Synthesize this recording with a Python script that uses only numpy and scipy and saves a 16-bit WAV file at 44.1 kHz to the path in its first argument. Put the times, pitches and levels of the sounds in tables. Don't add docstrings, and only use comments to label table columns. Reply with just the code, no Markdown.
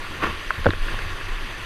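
import sys
import numpy as np
from scipy import signal
from scipy.fft import rfft, irfft
from scipy.io import wavfile
from scipy.ndimage import uniform_filter1d

SR = 44100
rng = np.random.default_rng(int(sys.argv[2]) if len(sys.argv) > 2 else 0)


def int16_out(signal):
    q = np.round(np.clip(np.atleast_2d(signal).T, -1, 1) * 32767)
    wavfile.write(sys.argv[1], SR, q.astype(np.int16))


N = 72765
TIME = np.arange(N) / SR

# frequency_hz, relative_db
FALL_SPECTRUM = [(60, -4), (180, -4), (330, -3.5), (500, -4), (700, -7), (900, -5), (1250, -3.7),
                 (2200, -1.73), (3400, -5.5), (4200, -12.5), (5600, -22.5), (7300, -24.5), (10500, -27.5),
                 (13000, -30.5), (15000, -40)]
# time_s, gain_db
FALL_GAIN = [(0, -.5), (.45, 0), (.65, -0.5), (.77, -2.5), (.85, 1.5), (1.0, 0.5), (1.2, -0.66),
             (1.65, -.5)]
# centre_hz, width_hz, boost_db
CASE_RESONANCES = [(340, 77, 4), (1101, 163, 7), (1406, 96, 5), (1774, 250, 5.5), (2650, 174, 3),
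                   (4710, 530, 6), (6100, 640, 6.5), (9300, 1080, 4.5), (11430, 610, 5.5)]
# crest_s, level_db, rise_s, fade_s
SLOSH_CRESTS = [(0.237, -19, 0.015, 0.017), (0.262, -25, 0.019, 0.05), (0.688, -25.5, 0.0025, 0.0059),
                (.94, -33.5, 0.027, 0.015)]
# frequency_hz, relative_db
SLOSH_SPECTRUM = [(80, -14), (200, 1), (400, -4), (750, -7), (1150, -1), (2000, -6.5), (3000, -9.5),
                  (4500, -27.5), (8000, -37.5), (15000, -44)]
# start_s, level_db, pitch_hz, half_rise_s
CASE_TAPS = [(0.5059, -5, 1394, 0.00043), (0.6456, -19.5, 1510, 0.00034), (0.6584, -13.5, 1460, 0.00071),
             (0.6654, -8, 1484, 0.00076), (0.706, -13, 1620, 0.00028), (0.735, -21, 1500, 0.00042),
             (.8833, -20, 1625, 0.0007), (.9230, -26, 1150, 0.00034), (.9430, -27, 910, 0.00042),
             (.9895, -23, 1570, 0.00064), (1.2119, -25.5, 1700, 0.00051)]
# frequency_hz, relative_db
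SPLAT_SPECTRUM = [(100, -50), (500, 8), (800, -14), (1100, 0), (2000, 0), (3200, -11), (5000, -36),
                  (8000, -37), (15000, -42)]
# pitch_hz, relative_db, t60_s
WALL_MODES = [(620, -16.5, 0.048), (1087, -6.5, 0.032), (1820, -29, 0.018), (2820, -31, .008)]
# start_s, level_db, pitch_hz, half_rise_s
FITTING_CLICKS = [(0.6456, -23, 3250, .00013), (.6580, -27, 4350, 0.00013), (.6650, -25.5, 3420, 0.00056),
                  (.7055, -18.5, 3640, 0.00023), (.8220, -36, 9000, 0.000074), (.9900, -33, 5000, .0003),
                  (1.616, -31, 3200, 0.00012)]
# start_s, gain_db, contact_s, pitch_ratio
CASE_KNOCKS = [(0.592, -25, 0.0023, 0.93), (0.6587, -12, 0.00067, 1.102), (0.6645, -8, 0.0006, 0.991),
               (0.6726, -16, .0011, 0.88), (0.691, -13, 0.0019, 0.615), (0.7331, -30, 0.001, 0.88),
               (0.864, -30, 0.0016, 0.76)]
# base_pitch_hz, relative_db, t60_s
BODY_MODES = [(172, -28, 0.082), (279, -11.5, .07), (335, -28, 0.025), (498, -5.5, 0.044), (563, 1, 0.042),
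              (746, -5, 0.033), (825, -8.5, 0.0068)]
# time_s, rumble_db, drone_db
HANDLING_LEVELS = [(0, -36.5, -46), (.32, -28.5, -36), (.5, -29, -57.5), (.6, -32, -26), (.66, -25.5, -59),
                   (.76, -30, -37.5), (.826, -22, -46.5), (.936, -30, -35), (1.088, -25.5, -36),
                   (1.166, -36, -40.5), (1.322, -26.5, -47), (1.65, -40, -40)]
# frequency_hz, relative_db
RUMBLE_SPECTRUM = [(5, -17), (15, -4), (26, 3), (33, -2.5), (50, -21.5), (120, -33), (400, -84)]
# frequency_hz, relative_db
DRONE_SPECTRUM = [(30, -16), (65, -10), (90, -0.5), (115, -13), (160, -24), (500, -58)]


def amp(db):
    return 10 ** (np.asarray(db) / 20)


def unit_rms(x):
    return x / np.sqrt(np.mean(x ** 2) + 1e-20)


def add(mix, start_s, sound):
    part = mix[round(start_s * SR):][:len(sound)]
    part += sound[:len(part)]


def coloured(x, spectrum, resonances=()):
    hz = np.fft.rfftfreq(N, 1 / SR)
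    points_hz, points_db = np.transpose(spectrum)
    curve_db = np.interp(np.log(hz + 1), np.log(points_hz), points_db)
    bumps_db = sum(boost * np.exp(-2 * ((hz - centre) / width) ** 2)
                   for centre, width, boost in resonances)
    return unit_rms(irfft(rfft(x) * amp(curve_db + bumps_db), N))


def ring(modes):
    t = TIME[:SR // 2]
    return sum(amp(db - 60 * t / t60) * np.sin(2 * np.pi * hz * t) for hz, db, t60 in modes)


def pip(hz, half_rise_s):
    t = TIME[:SR // 2]
    age = t / (2 * half_rise_s)
    return age ** 2 * np.exp(2 * (1 - age)) * np.sin(2 * np.pi * hz * t)


def waterfall(patch_db=1.65, flicker_db=0.48, drops_per_s=900):
    frames = signal.stft(rng.standard_normal(N), nperseg=256, noverlap=192)[2].T
    drift = uniform_filter1d(rng.standard_normal(frames.shape), size=30, axis=0)
    patches = unit_rms(uniform_filter1d(drift, size=5, axis=1))
    flicker = unit_rms(uniform_filter1d(rng.standard_normal(len(frames)), size=6))[:, None]
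    frames = frames * amp(patch_db * patches + flicker_db * flicker)
    churn = signal.istft(frames.T, nperseg=256, noverlap=192)[1][:N]
    roar = amp(-34.5) * coloured(churn, FALL_SPECTRUM, CASE_RESONANCES)
    drop_db = 2 * np.minimum(rng.exponential(1, N), 4.5)
    landings = rng.random(N) < drops_per_s / SR
    drops = landings * amp(drop_db) * rng.choice([-1, 1], N)
    patter = amp(-43) * coloured(drops, FALL_SPECTRUM, CASE_RESONANCES)
    return (roar + patter) * amp(np.interp(TIME, *np.transpose(FALL_GAIN)))


def sloshes(grain=0.22):
    power = np.zeros(N)
    for crest_s, db, rise_s, fade_s in SLOSH_CRESTS:
        t = TIME - crest_s
        power += (amp(db) * np.exp(np.where(t < 0, t / rise_s, -t / fade_s))) ** 2
    clumps = np.exp(grain * unit_rms(uniform_filter1d(rng.standard_normal(N), size=80)))
    return np.sqrt(power) * coloured(rng.standard_normal(N) * clumps, SLOSH_SPECTRUM, CASE_RESONANCES)


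def drop_taps(splat_fade_s=0.0041, wall_rise_s=0.0067):
    out = np.zeros(N)
    splat_fade = np.exp(-TIME / splat_fade_s)
    wall = ring(WALL_MODES) * (1 - np.exp(-TIME[:SR // 2] / wall_rise_s))
    for start_s, db, hz, half_rise_s in CASE_TAPS:
        burst = np.zeros(N)
        add(burst, start_s, rng.standard_normal(N) * splat_fade)
        splat = burst.std() * coloured(burst, SPLAT_SPECTRUM, CASE_RESONANCES)
        out += amp(-23 + 0.27 * db) * splat
        add(out, start_s, amp(db) * (pip(hz, half_rise_s) + wall))
    return out


def case_knocks():
    out = np.zeros(N)
    for start_s, db, contact_s, pitch_ratio in CASE_KNOCKS:
        push = np.sin(np.pi * np.minimum(TIME[:SR // 100] / contact_s, 1))
        body = ring([(hz * pitch_ratio, mode_db, t60) for hz, mode_db, t60 in BODY_MODES])
        add(out, start_s, amp(db) * signal.fftconvolve(body, push / push.sum()))
    return out


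def mount_swing(start_s=0.668, pitch_hz=91.8, level_db=-12.5, t60_s=0.2):
    out = np.zeros(N)
    add(out, start_s, ring([(pitch_hz, level_db, t60_s)]))
    return out


def fitting_clicks():
    out = np.zeros(N)
    for start_s, db, hz, half_rise_s in FITTING_CLICKS:
        add(out, start_s, amp(db) * pip(hz, half_rise_s))
    return out


def handling():
    time_s, rumble_db, drone_db = np.transpose(HANDLING_LEVELS)
    rumble = amp(np.interp(TIME, time_s, rumble_db)) * coloured(rng.standard_normal(N), RUMBLE_SPECTRUM)
    drone = amp(np.interp(TIME, time_s, drone_db)) * coloured(rng.standard_normal(N), DRONE_SPECTRUM)
    return rumble + drone


def scene():
    water = waterfall() + sloshes() + drop_taps()
    camera = case_knocks() + mount_swing() + fitting_clicks() + handling()
    return (water + camera)[None]


def record(dry, cutoff_hz=15200):
    lowpass = signal.firwin(511, cutoff_hz, window=("kaiser", 9), fs=SR)
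    return signal.oaconvolve(dry, lowpass[None], "same")


dry = scene()
out = record(dry)
int16_out(out)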